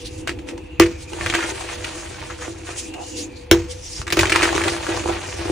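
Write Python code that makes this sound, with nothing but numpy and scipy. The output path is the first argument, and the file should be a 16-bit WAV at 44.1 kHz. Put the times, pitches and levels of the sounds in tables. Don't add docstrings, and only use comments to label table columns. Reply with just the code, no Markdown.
import sys
import numpy as np
from scipy import signal
from scipy.fft import rfft, irfft
from scipy.io import wavfile
from scipy.ndimage import uniform_filter1d

SR = 44100
rng = np.random.default_rng(int(sys.argv[2]) if len(sys.argv) > 2 else 0)


def materialize(psi):
    bounded = np.clip(np.atleast_2d(psi).T, -1, 1)
    quanta = np.round(bounded * 32767).astype(np.int16)
    wavfile.write(sys.argv[1], SR, quanta)


N = 242991
TIME = np.arange(N) / SR

# t/s, fracture level/dB, jolt level/dB, pitch of pieces f/Hz, break length/s
SNAP_ROWS = [(0.7979, 4.5, 5.5, 1270, 0.0042), (3.5126, 5.5, 4, 1770, 0.0031),
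             (4.124, -4, -13, 2100, 0.0082), (4.17, -7.5, -4.5, 1220, 0.004),
             (4.191, -1.5, -15.5, 1870, 0.0073)]
# t/s, jolt level/dB
CLUMP_ROWS = [(0.535, -28), (1.132, -22.5), (1.441, -22), (1.493, -25), (2.482, -22.5), (2.593, -34),
              (2.687, -29), (4.56, -13), (4.66, -16), (4.755, -25), (4.891, -15), (4.946, -22),
              (5.059, -16), (5.094, -15.5), (5.393, -20.5), (5.455, -19), (5.499, -7.5)]
# mid t/s, half length/s, relative hiss level/dB, rasp f/Hz, rasp level/dB
RUB_ROWS = [(0.01, 0.038, -46, 3123, -49.5), (0.067, 0.022, -37.5, 4045, -40.5),
            (0.156, 0.067, -46, 6800, -58), (1.015, 0.032, -45.5, 6000, -69),
            (1.128, 0.038, -41.5, 6000, -51.5), (1.5, 0.017, -34.5, 6400, -37),
            (1.733, 0.035, -39.5, 6390, -47), (2.455, 0.052, -43.5, 6760, -43.5),
            (2.67, .015, -46.5, 6990, -54.5), (2.79, 0.025, -35, 7270, -40.5),
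            (2.836, 0.055, -39, 6800, -48), (3.085, 0.08, -42.5, 6900, -49),
            (3.192, 0.036, -34.5, 4295, -40), (3.232, 0.029, -42, 6800, -38),
            (3.381, 0.059, -53.5, 4340, -51.5), (3.716, 0.024, -41, 3250, -47),
            (3.774, 0.043, -46, 5990, -51), (3.859, 0.038, -40.5, 5700, -40),
            (3.953, 0.066, -40, 5300, -40)]
# f/Hz, level/dB
FRACTURE_SPECTRUM = [(30, -13), (120, 19.5), (300, 5), (800, 8.5), (2200, 10.5), (4000, 2.5), (6500, 6.5),
                     (9000, -5), (11000, -88), (15000, -9)]


def from_db(db):
    return 10 ** (np.asarray(db) / 20)


def to_db(gain):
    return 20 * np.log10(gain + 1e-9)


def rms_one(x):
    return x / np.sqrt(np.mean(x ** 2) + 1e-20)


def together(*gains):
    return np.sqrt(sum(gain ** 2 for gain in gains))


def add(track, start_s, sound):
    start = max(round(start_s * SR), 0)
    part = track[..., start:start + sound.shape[-1]]
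    part += sound[..., :part.shape[-1]]


def convolve(x, response):
    return signal.oaconvolve(x, np.atleast_2d(response), axes=-1)[:, :x.shape[-1]]


def pulse_of(spectrum, size=4096):
    hz, db = np.transpose(spectrum)
    grid_hz = np.maximum(np.arange(size // 2 + 1) * SR / size, 1)
    level_db = np.interp(np.log(grid_hz), np.log(hz), db)
    cepstrum = irfft(np.log(from_db(level_db)))
    cepstrum[1:size // 2] *= 2
    cepstrum[size // 2 + 1:] = 0
    return irfft(np.exp(rfft(cepstrum)))


def noise(spectrum):
    return rms_one(convolve(rng.standard_normal((2, N)), pulse_of(spectrum)))


def drift(rate_hz):
    knots = rng.standard_normal(N // 20)
    return rms_one(np.interp(TIME * rate_hz, np.arange(len(knots)), knots))


def ring(x, hz, t60_s):
    r = from_db(-60 / (t60_s * SR))
    w = 2 * np.pi * hz / SR
    return signal.lfilter([0, np.sin(w)], [1, -2 * r * np.cos(w), r * r], x + 1e-18)


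def resonate(x, hz, width_hz):
    r = np.exp(-np.pi * width_hz / SR)
    zeros = np.array([1, 0, -1]) * (1 - r * r) / 2
    poles = [1, -2 * r * np.cos(2 * np.pi * hz / SR), r * r]
    return signal.lfilter(zeros, poles, x + 1e-18)


def narrow_noise(hz, width_hz):
    once = resonate(rng.standard_normal((2, N)), hz, width_hz)
    return rms_one(resonate(once, hz, 2 * width_hz))


def gliding_noise(hz, width_hz):
    smooth = signal.butter(2, width_hz / 2, fs=SR, output="sos")
    real, imaginary = signal.sosfilt(smooth, rng.standard_normal((2, 2, N)))
    phase = 2 * np.pi * np.cumsum(hz) / SR
    return rms_one(real * np.cos(phase) + imaginary * np.sin(phase))


def grains(per_s, spread_db):
    born = rng.random(N) < per_s / SR
    sizes = from_db(spread_db * np.minimum(rng.exponential(1, N), 4)) * rng.choice([-1, 1], N)
    clicks = born * sizes / np.sqrt(per_s)
    return rms_one(np.array([clicks, clicks * rng.choice([-1, 1], N)]))


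def swell(s, db, rise_s, fade_s):
    loss = np.where(TIME < s, ((s - TIME) / rise_s) ** 2 / 2, (TIME - s) / fade_s)
    return from_db(db) * np.exp(-np.minimum(loss, 20))


def strokes(rows):
    return together(*(from_db(db) * np.exp(-np.minimum(((TIME - s) / half_s) ** 2, 20))
                      for s, half_s, db in rows))


def jolt(contact_s, size=512):
    t = np.arange(size) / SR
    push = t * np.exp(-t / contact_s)
    return push / push.sum()


def fracture(hz, length_s, bright_db, cycles, tear_db, count, scatter=0.1, size=2048):
    t = np.arange(size) / SR
    burst, pieces = np.zeros((2, 2, size))
    steps = np.arange(1, count) + rng.uniform(-.5, .5, count - 1)
    for progress in np.append(0, steps) / count:
        jump = np.zeros((2, size))
        add(jump, progress * length_s, rng.choice([-1, 1], (2, 1)) * np.exp(-progress / 2))
        burst += jump
        pitch_hz = hz * np.exp(scatter * rng.uniform(-1, 1))
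        pieces += resonate(jump, pitch_hz, 2 * pitch_hz / cycles)
    burst += from_db(tear_db) * rng.laplace(0, 1, (2, size)) * np.exp(-t / length_s)
    bright = rms_one(convolve(burst, pulse_of(FRACTURE_SPECTRUM, size=512)))
    return rms_one(rms_one(pieces) + from_db(bright_db) * bright) / 10


def snaps(shower_db, shower_s, clump_db):
    sound, force, shower = np.zeros((2, N)), np.zeros(N), np.zeros(N)
    for s, db, jolt_db, hz, length_s in SNAP_ROWS:
        add(sound, s, from_db(db) * fracture(hz, length_s, bright_db=0.0, cycles=2.9, tear_db=-8.5, count=12))
        add(force, s + 0.00285, from_db(jolt_db) * jolt(contact_s=0.000091))
        add(shower, s, from_db(db + shower_db) * np.exp(-TIME / shower_s))
    crumbs = grains(5000, spread_db=4) * from_db(clump_db * drift(200))
    return sound + shower * rms_one(convolve(crumbs, pulse_of(FRACTURE_SPECTRUM))), force


def splinters(below_db, run_s, loss_db, low_hz, high_hz, length_s, tear_db, count=18):
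    rows = []
    for s, db, *_ in SNAP_ROWS:
        for k, (late, strength, pitch) in enumerate(rng.random((count, 3))):
            progress = (k + 1 + late) / count
            level_db = db + below_db - loss_db * progress + 10 * (strength - .5)
            hz = low_hz * (high_hz / low_hz) ** pitch
            rows.append((s + run_s * progress, level_db, hz, length_s, tear_db))
    return rows


def table(force):
    # f/Hz, level/dB, t60/s
    modes = [(81.5, -24, 0.2), (149, -33.5, 0.21), (267, -55, 0.34), (338.1, -6, 0.25), (382, -13, 0.18),
             (486, -20, 0.27), (600, -36, 0.27), (663, -31, 0.25)]
    change = np.diff(force, prepend=0)
    return sum(from_db(db) * ring(change, hz, t60_s) * SR / (2 * np.pi * hz) for hz, db, t60_s in modes)


def pops(hz, length_s, count=4, size=768):
    rise_cycles, jump_s = 0.9, 0.0026
    t = np.arange(size) / SR
    sound = np.zeros((2, size))
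    for k, (late, pitch, phase, hand) in enumerate(rng.uniform(-0.95, 1, (count, 4))):
        when_s = jump_s * (k + .35 * late * (k > 0))
        cycles = t * hz * np.exp(.3 * pitch * (k > 0))
        age = cycles / rise_cycles
        pop = (age * np.exp(1 - age)) ** 2 * np.sin(2 * np.pi * cycles + np.pi * phase)
        add(sound, when_s, np.outer([1, np.sign(hand)], pop) * np.exp(-(when_s / length_s) ** 2))
    return sound


def cracks(rows, knock_db, shed_db, shed_s):
    # f/Hz, level/dB
    tearing_spectrum = [(150, -6), (500, 1), (1000, -1.5), (2500, 6), (4000, -1), (6500, -2), (9000, -7),
                        (11000, -31), (15000, -22)]
    sound, force, crackle_power = np.zeros((2, N)), np.zeros(N), np.zeros(N)
    t = TIME[:SR // 10]
    for s, db, hz, length_s, tear_db in rows:
        add(sound, s, from_db(db) * pops(hz, length_s))
        add(force, s, from_db(db + knock_db) * rng.choice([-1, 1]) * jolt(contact_s=0.000047))
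        tearing = from_db(tear_db) * np.exp(-np.minimum((t / length_s) ** 2, 20))
        shedding = from_db(shed_db) * np.exp(-t / shed_s)
        add(crackle_power, s, (from_db(db) * together(tearing, shedding)) ** 2)
    crumbs = grains(8000, spread_db=3)
    tick = pulse_of(tearing_spectrum)
    return sound + convolve(np.sqrt(crackle_power) * crumbs, tick / np.linalg.norm(tick)), force


def crushing():
    # t of hardest press/s, grit level/dB, rise/s, fade/s
    squeezes = [(0.499, -41, 0.017, 0.019), (1.349, -31.5, 0.12, 0.54), (1.87, -44, 0.033, 0.57),
                (2.0, -42, 0.036, 0.056), (2.235, -43, 0.081, 0.12), (2.311, -45, 0.0072, 0.031),
                (2.45, -42, 0.05, 0.04), (2.701, -38, 0.031, 0.054), (3.985, -38.5, 0.013, 0.022),
                (4.21, -26, 0.031, 0.071), (4.35, -27, 0.011, 0.12), (4.44, -22.5, 0.019, 0.046),
                (4.58, -27.5, 0.067, 0.096), (4.69, -28, 0.042, 0.15), (4.899, -30.5, 0.038, 0.065),
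                (4.97, -32.5, 0.034, 0.13), (5.11, -34, 0.044, 0.17), (5.24, -42, 0.024, 0.034),
                (5.5, -34, 0.18, .1)]
    resting_grit_db = -60.5
    return to_db(together(from_db(resting_grit_db), *(swell(*squeeze) for squeeze in squeezes)))


def chips(grit_db, above_db, low_hz, high_hz, length_s, tear_db, count=540):
    spread_db = 7
    when, strength, pitch, run, crisp = rng.random((count, 5)).T
    s = when * N / SR
    db = np.interp(s, TIME, grit_db) + above_db + spread_db * (2 * strength - 1)
    hz = low_hz * (high_hz / low_hz) ** pitch
    return np.column_stack([s, db, hz, length_s * (.5 + run), tear_db + 20 * (crisp - .5)])


def grit(grit_db, per_s, cycles, tick_db, clump_db, count=12):
    # f/Hz, level/dB
    grit_spectrum = [(100, -43), (300, -17.5), (600, 3), (1200, -3), (1600, 0), (2300, -1.5), (3400, -6),
                     (5000, -12.5), (7000, -50), (9500, -30), (11000, -81), (15000, -44)]
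    crunch_db, crunches_per_s = 2.0, 130
    clumping = from_db(clump_db * drift(120) + crunch_db * drift(crunches_per_s))
    rate_per_s = per_s * from_db(0.17 * (grit_db + 38.0))
    crumbs = 0
    for hz in np.geomspace(700, 5000, count):
        clicks = clumping * grains(rate_per_s / count, spread_db=3.5)
        ringing = rms_one(resonate(clicks, hz, 2 * hz / cycles)) * np.sqrt(hz / 2000)
        crumbs = crumbs + ringing + from_db(tick_db) * clicks
    return from_db(grit_db) * rms_one(convolve(crumbs, pulse_of(grit_spectrum)))


def scrunches(rough_db):
    # mid t/s, half length/s, level/dB, f/Hz
    collapses = [(0.29, 0.017, -32.5, 1840), (1.35, 0.012, -26.5, 1490), (1.393, 0.0082, -30, 1420),
                 (1.427, 0.024, -29, 1510), (1.502, 0.022, -36, 1700), (1.711, 0.018, -42, 1710),
                 (2.252, 0.015, -46, 1700), (2.31, 0.019, -38, 1510), (2.442, 0.036, -39, 1480),
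                 (2.707, 0.037, -39, 1510), (4.356, 0.0065, -24, 1520), (4.4, 0.019, -25.5, 1710),
                 (4.448, 0.014, -30, 1590), (4.574, 0.031, -36, 1110), (5.103, 0.04, -33.5, 1000)]
    grains_per_s, ring_cycles = 900, 3
    crumbs = grains(grains_per_s, spread_db=2.0) * from_db(rough_db * drift(140))
    sound = np.zeros((2, N))
    for s, half_s, db, hz in collapses:
        near = np.abs(TIME - s) < 3 * half_s
        width_hz = 2 * hz / ring_cycles
        run = rms_one(resonate(resonate(crumbs[:, near], hz, width_hz), hz, 2 * width_hz))
        sound[:, near] += run * from_db(db) * np.exp(-((TIME[near] - s) / half_s) ** 2)
    return sound


def powder(powder_db, per_s, clump_db, count=5):
    # f/Hz, level/dB
    powder_spectrum = [(800, -32), (2000, 0), (3200, 4), (4500, 3.5), (6500, 8.5), (8000, 3.5), (9500, 2),
                       (11000, -28.5), (13000, -29), (15000, -14)]
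    dust = convolve(grains(per_s, spread_db=-0.5), pulse_of(powder_spectrum))
    shifts = sum(.35 * drift(25) * resonate(dust, hz, hz / 5) for hz in np.geomspace(3400, 8500, count))
    return from_db(powder_db + clump_db * drift(70)) * rms_one(dust + shifts)


def rasps(rough_db):
    powers = [strokes([(s, half_s, db)]) ** 2 for s, half_s, _, _, db in RUB_ROWS]
    total = sum(powers)
    pitch_hz = sum(power * hz for power, (_, _, _, hz, _) in zip(powers, RUB_ROWS)) / total
    return np.sqrt(total) * from_db(rough_db * drift(200)) * gliding_noise(pitch_hz, width_hz=920)


def clumps(scatter_db, rise_s, fade_s):
    force = np.zeros(N)
    for s, db in CLUMP_ROWS:
        add(force, s, from_db(db) * jolt(contact_s=0.000067))
    return force, together(*(swell(s, db + scatter_db, rise_s, fade_s) for s, db in CLUMP_ROWS))


def patter(patter_db, per_s):
    murmur = table(convolve(grains(per_s, spread_db=5.5), jolt(contact_s=0.00006)))
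    return from_db(patter_db) * murmur / np.sqrt(uniform_filter1d(murmur[0] ** 2, size=4000) + 1e-9)


def pecks(level, level_db, hz, width_hz, per_s):
    return level * from_db(level_db) * rms_one(resonate(grains(per_s, spread_db=-4.0), hz, width_hz))


def drags():
    # mid t/s, half length/s, level/dB
    drag_rows = [(0.1, 0.13, -43), (0.35, 0.14, -36.5), (0.52, 0.11, -36), (0.72, 0.058, -49),
                 (2.93, 0.12, -37), (3.23, 0.14, -36.5)]
    # f/Hz, level/dB
    scrape_spectrum = [(100, -56), (210, -12), (270, -1.5), (330, 5.5), (420, -12.5), (600, -20.5),
                       (850, -19), (1150, -38), (3000, -57)]
    # mid t/s, half length/s, level/dB
    scuff_rows = [(3.0, 0.048, -36.5)]
    scuff = strokes(scuff_rows) * narrow_noise(hz=756, width_hz=230)
    return strokes(drag_rows) * noise(scrape_spectrum) + scuff


def rumble(recoil_db, landing_db, thud_s):
    # t/s, level/dB
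    rumble_curve = [(0, -37.5), (0.65, -40), (1.0, -42.5), (1.35, -41), (2.3, -38), (2.7, -43.5),
                    (3.1, -43), (3.85, -41.5), (4.2, -32.5), (4.7, -36.5), (5.5, -36.5)]
    # mid t/s, half length/s, level/dB
    bumps = [(0.29, 0.14, -35.5), (1.25, 0.065, -27.5), (4.0, 0.011, -26), (4.22, 0.055, -28),
             (5.0, 0.053, -35)]
    # f/Hz, level/dB
    low_spectrum = [(20, -13), (32, -48), (45, -5.5), (80, 1), (105, -3.5), (130, -12), (200, -18),
                    (400, -21.5), (1000, -78)]
    recoils = [swell(s, db + recoil_db, 0.004, thud_s) for s, _, db, _, _ in SNAP_ROWS]
    landings = [swell(s, db + landing_db, 0.0011, thud_s) for s, db in CLUMP_ROWS]
    rumble_level = from_db(np.interp(TIME, *np.transpose(rumble_curve)))
    return together(rumble_level, strokes(bumps), *recoils, *landings) * noise(low_spectrum)


def background(air_db):
    # f/Hz, width/Hz, rms level/dB before the waver
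    hum_bands = [(321, 27, -47), (493.4, 20, -46.5)]
    # t/s, f/Hz, rms level/dB before the flicker
    hiss_curve = [(0, 2880, -48.5), (0.45, 2550, -58), (0.701, 2750, -51), (1.0, 2450, -50),
                  (2.598, 2500, -63), (2.951, 2700, -43), (3.1, 2820, -50), (3.349, 2400, -51.5),
                  (3.7, 2400, -67)]
    # f/Hz, level/dB
    air_spectrum = [(100, 28), (300, -21), (600, 7), (900, 12), (1300, 2), (2400, 8.5), (4500, -5),
                    (8000, -55), (11000, -74), (15000, -18)]
    hum_waver_db, hiss_flicker_db = 2.5, 3
    hiss_width_hz, hiss_wander_hz = 260, 70
    hum = sum(from_db(db + hum_waver_db * drift(9.9)) * narrow_noise(hz, width_hz)
              for hz, width_hz, db in hum_bands)
    s, hz, db = np.transpose(hiss_curve)
    hiss_level = from_db(np.interp(TIME, s, db) + hiss_flicker_db * drift(24.78))
    hiss_hz = np.interp(TIME, s, hz) + hiss_wander_hz * drift(20)
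    return hum + hiss_level * gliding_noise(hiss_hz, hiss_width_hz) + from_db(air_db) * noise(air_spectrum)


def room(x, first_echo_s, size=6144):
    # f/Hz, width/Hz, level/dB
    room_modes = [(623, 20, -2.5), (918, 16.5, -2.5), (1181, 18, -3), (1496, 17, -21.5), (1874, 73, -8.5),
                  (2275, 47, -9.5), (2516, 47, -2), (2840, 28, -12), (4300, 210, -5.5)]
    t60_s, echo_db, hand_move_s = 0.1, -5, 0.03
    t = np.arange(size) / SR
    decay = from_db(-60 * t / t60_s) * (t > first_echo_s)
    hop = round(hand_move_s * SR)
    window, echoes = signal.windows.cosine(2 * hop), np.zeros((2, N))
    for start in range(0, N, hop):
        part = x[:, start:start + 2 * hop]
        tail = rng.standard_normal((2, size)) * decay / np.linalg.norm(decay)
        add(echoes, start / SR, signal.fftconvolve(part * window[:part.shape[1]], tail, axes=-1))
    favoured = sum(from_db(db) * resonate(x, hz, width_hz) for hz, width_hz, db in room_modes)
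    return x + favoured + from_db(echo_db) * echoes


def scene():
    # t/s, peak level/dB, f/Hz, break length/s, tearing re peak/dB
    crack_rows = [(0.274, -16, 1410, .004, -8), (0.279, -17.5, 2100, 0.0047, -7.5),
                  (0.2935, -12.5, 1920, 0.0027, -13.5), (0.389, -29, 2500, 0.0053, -10),
                  (0.488, -20, 2380, 0.0023, -8.5), (0.577, -35.5, 900, 0.0075, -5.5),
                  (0.811, -8, 2220, 0.0047, -15), (0.821, -10.5, 2320, .004, -12),
                  (0.8265, -11, 2350, 0.0055, -22), (0.836, -21, 2500, 0.0061, -12),
                  (0.859, -22, 1870, 0.011, -12), (1.133, -27, 1050, 0.0034, -3.5),
                  (1.172, -30, 800, 0.0016, -16), (1.189, -28, 836, .002, -23),
                  (1.2105, -14.5, 1880, 0.0019, -14), (1.2618, -10.5, 1600, 0.0026, -9.5),
                  (1.268, -17, 1700, .004, -13), (1.2992, -10.5, 2610, .004, -11),
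                  (1.326, -14, 1730, 0.0017, -20), (1.3388, -8, 1490, 0.0025, -13),
                  (1.344, -12, 2500, 0.0045, -10), (1.350, -8, 1800, .004, -11),
                  (1.381, -24, 3300, .001, 0), (1.386, -18, 1160, 0.0089, -17),
                  (1.406, -13.5, 1860, 0.0031, -15), (1.429, -18, 1300, 0.0066, -25),
                  (1.609, -27, 960, 0.0026, -3), (1.625, -28, 1160, .002, -15),
                  (1.699, -34, 2280, .003, -24), (1.844, -17, 2630, 0.0085, -10.5),
                  (2.226, -28.5, 980, .002, -21), (2.301, -24.5, 1256, 0.01, -20),
                  (2.389, -30, 1495, .002, -18), (2.416, -31, 1540, .002, -18),
                  (2.479, -29, 1440, 0.0028, -15), (2.69, -29, 933, 0.0047, -19),
                  (2.939, -31, 2800, 0.0079, -5), (4.016, -24, 1340, .0016, -2),
                  (4.068, -20.5, 1920, 0.0045, -8), (4.078, -17.5, 1430, .005, -10.5),
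                  (4.103, -20, 1800, 0.004, -4), (4.110, -19, 1920, 0.0033, -8.5),
                  (4.209, -14.5, 1700, 0.005, -3), (4.2316, -5.5, 1260, 0.0031, -12),
                  (4.2555, -8, 2200, 0.003, -13), (4.27, -15, 3020, 0.0037, -14),
                  (4.2955, -13, 2230, 0.015, -7.5), (4.32, -4, 2060, 0.009, -14),
                  (4.3257, -9, 2200, .002, -17), (4.340, -12, 2110, 0.0011, -24),
                  (4.351, -13, 1300, 0.0039, -15), (4.3575, -7, 1250, 0.0038, -13),
                  (4.3602, -4, 1780, 0.0025, -8.5), (4.3998, -10, 1350, .001, -22),
                  (4.411, -11.5, 1300, 0.0018, -10), (4.4218, -5.5, 2210, 0.00092, -20),
                  (4.4295, -5, 1980, .002, -10.5), (4.4328, -6, 1590, .007, -13),
                  (4.4425, -11, 2370, 0.0058, -7), (4.455, -11, 1490, 0.0037, -18),
                  (4.4765, -12.5, 1140, .002, -21), (4.490, -10.5, 1610, 0.0022, -25),
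                  (4.528, -16, 905, .002, -6), (4.5625, -14, 1170, 0.0025, -9),
                  (4.579, -10, 1400, 0.0022, -14.5), (4.609, -13, 1180, 0.0022, -22),
                  (4.6165, -11.5, 2090, 0.003, -12), (4.638, -11, 1880, 0.0042, -10),
                  (4.676, -14.5, 970, .002, -25), (4.6815, -15, 1550, 0.0029, -3.5),
                  (4.867, -14, 1330, 0.0016, -15), (4.9, -22.5, 1180, .007, -14),
                  (4.946, -24, 860, .002, -6), (4.972, -17, 1150, 0.0037, -19),
                  (5.058, -18.5, 895, 0.0028, -25), (5.085, -25, 1100, .002, -20),
                  (5.096, -16.5, 780, 0.0013, -23), (5.238, -26, 1780, 0.0027, -12)]
    # f/Hz, level re front/dB
    side_colour = [(60, -23), (200, -3), (340, -9.5), (500, -2), (800, 1.5), (1050, -3), (1400, -11.5),
                   (1850, -22.5), (2700, -2), (3800, -5), (4800, -1), (5700, -9), (7500, -2.5),
                   (11000, 14.5)]
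    firm_grit_db = -30.5
    chip_growth = 0.15
    dust_db, dust_follows = -37, 0.89
    grit_gain_db, powder_gain_db, rub_grit_db = -1.5, 2.5, -21.5
    patter_db, patter_follows, fall_s = -35.5, 0.83, 0.085

    grit_db = crushing()
    grip_db = grit_db - firm_grit_db
    rubbing = strokes([rub[:3] for rub in RUB_ROWS])

    snap, snap_force = snaps(shower_db=-37, shower_s=0.087, clump_db=-2.5)
    crack, crack_force = cracks(crack_rows, knock_db=-11.5, shed_db=-24, shed_s=0.023)
    chippings = chips(grit_db + chip_growth * grip_db, above_db=4.5, low_hz=860, high_hz=3300,
                      length_s=0.0015, tear_db=-16.5)
    splintering = splinters(below_db=-21, run_s=0.091, loss_db=23.5, low_hz=780, high_hz=3420,
                            length_s=0.0017, tear_db=-12.5)
    chip, chip_force = cracks([*chippings, *splintering], knock_db=-9.5, shed_db=-29, shed_s=0.028)
    clump_force, scattered = clumps(scatter_db=-13.5, rise_s=0.011, fade_s=0.066)

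    grit_level = together(from_db(grit_db + grit_gain_db), from_db(rub_grit_db) * rubbing)
    crumbs = grit(to_db(grit_level), per_s=2000, cycles=3.8, tick_db=9.0, clump_db=-0.5)
    sliding = together(from_db(dust_db + dust_follows * grip_db), rubbing)
    dust = powder(to_db(sliding) + powder_gain_db, per_s=16000, clump_db=1.5) + rasps(rough_db=3.0)

    falling = from_db(patter_db + patter_follows * np.interp(TIME - fall_s, TIME, grip_db))
    bed = patter(to_db(together(falling, scattered)), per_s=170) + drags()
    bed = bed + pecks(scattered, level_db=-15.5, hz=870, width_hz=100, per_s=760)
    bed = bed + pecks(scattered, level_db=-9, hz=492, width_hz=40, per_s=300)
    floor = rumble(recoil_db=-27, landing_db=-16, thud_s=0.094) + background(air_db=-44)

    chalk = snap + crack + chip + crumbs + scrunches(rough_db=1.5)
    front, side = room(chalk, first_echo_s=0.0025) + dust + bed + floor
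    front = front + table(snap_force + crack_force + chip_force + clump_force)
    side = convolve(side[None], pulse_of(side_colour))[0]
    return np.array([front + side, front - side])


def record(dry):
    low_cut_hz, cutoff_hz = 30, 15300
    heard = signal.sosfilt(signal.butter(4, low_cut_hz, "high", fs=SR, output="sos"), dry)
    clipped = heard / (1 + heard ** 8) ** (1 / 8)
    return signal.sosfilt(signal.ellip(12, .1, 100, cutoff_hz, fs=SR, output="sos"), clipped)


dry = scene()
out = record(dry)
materialize(out)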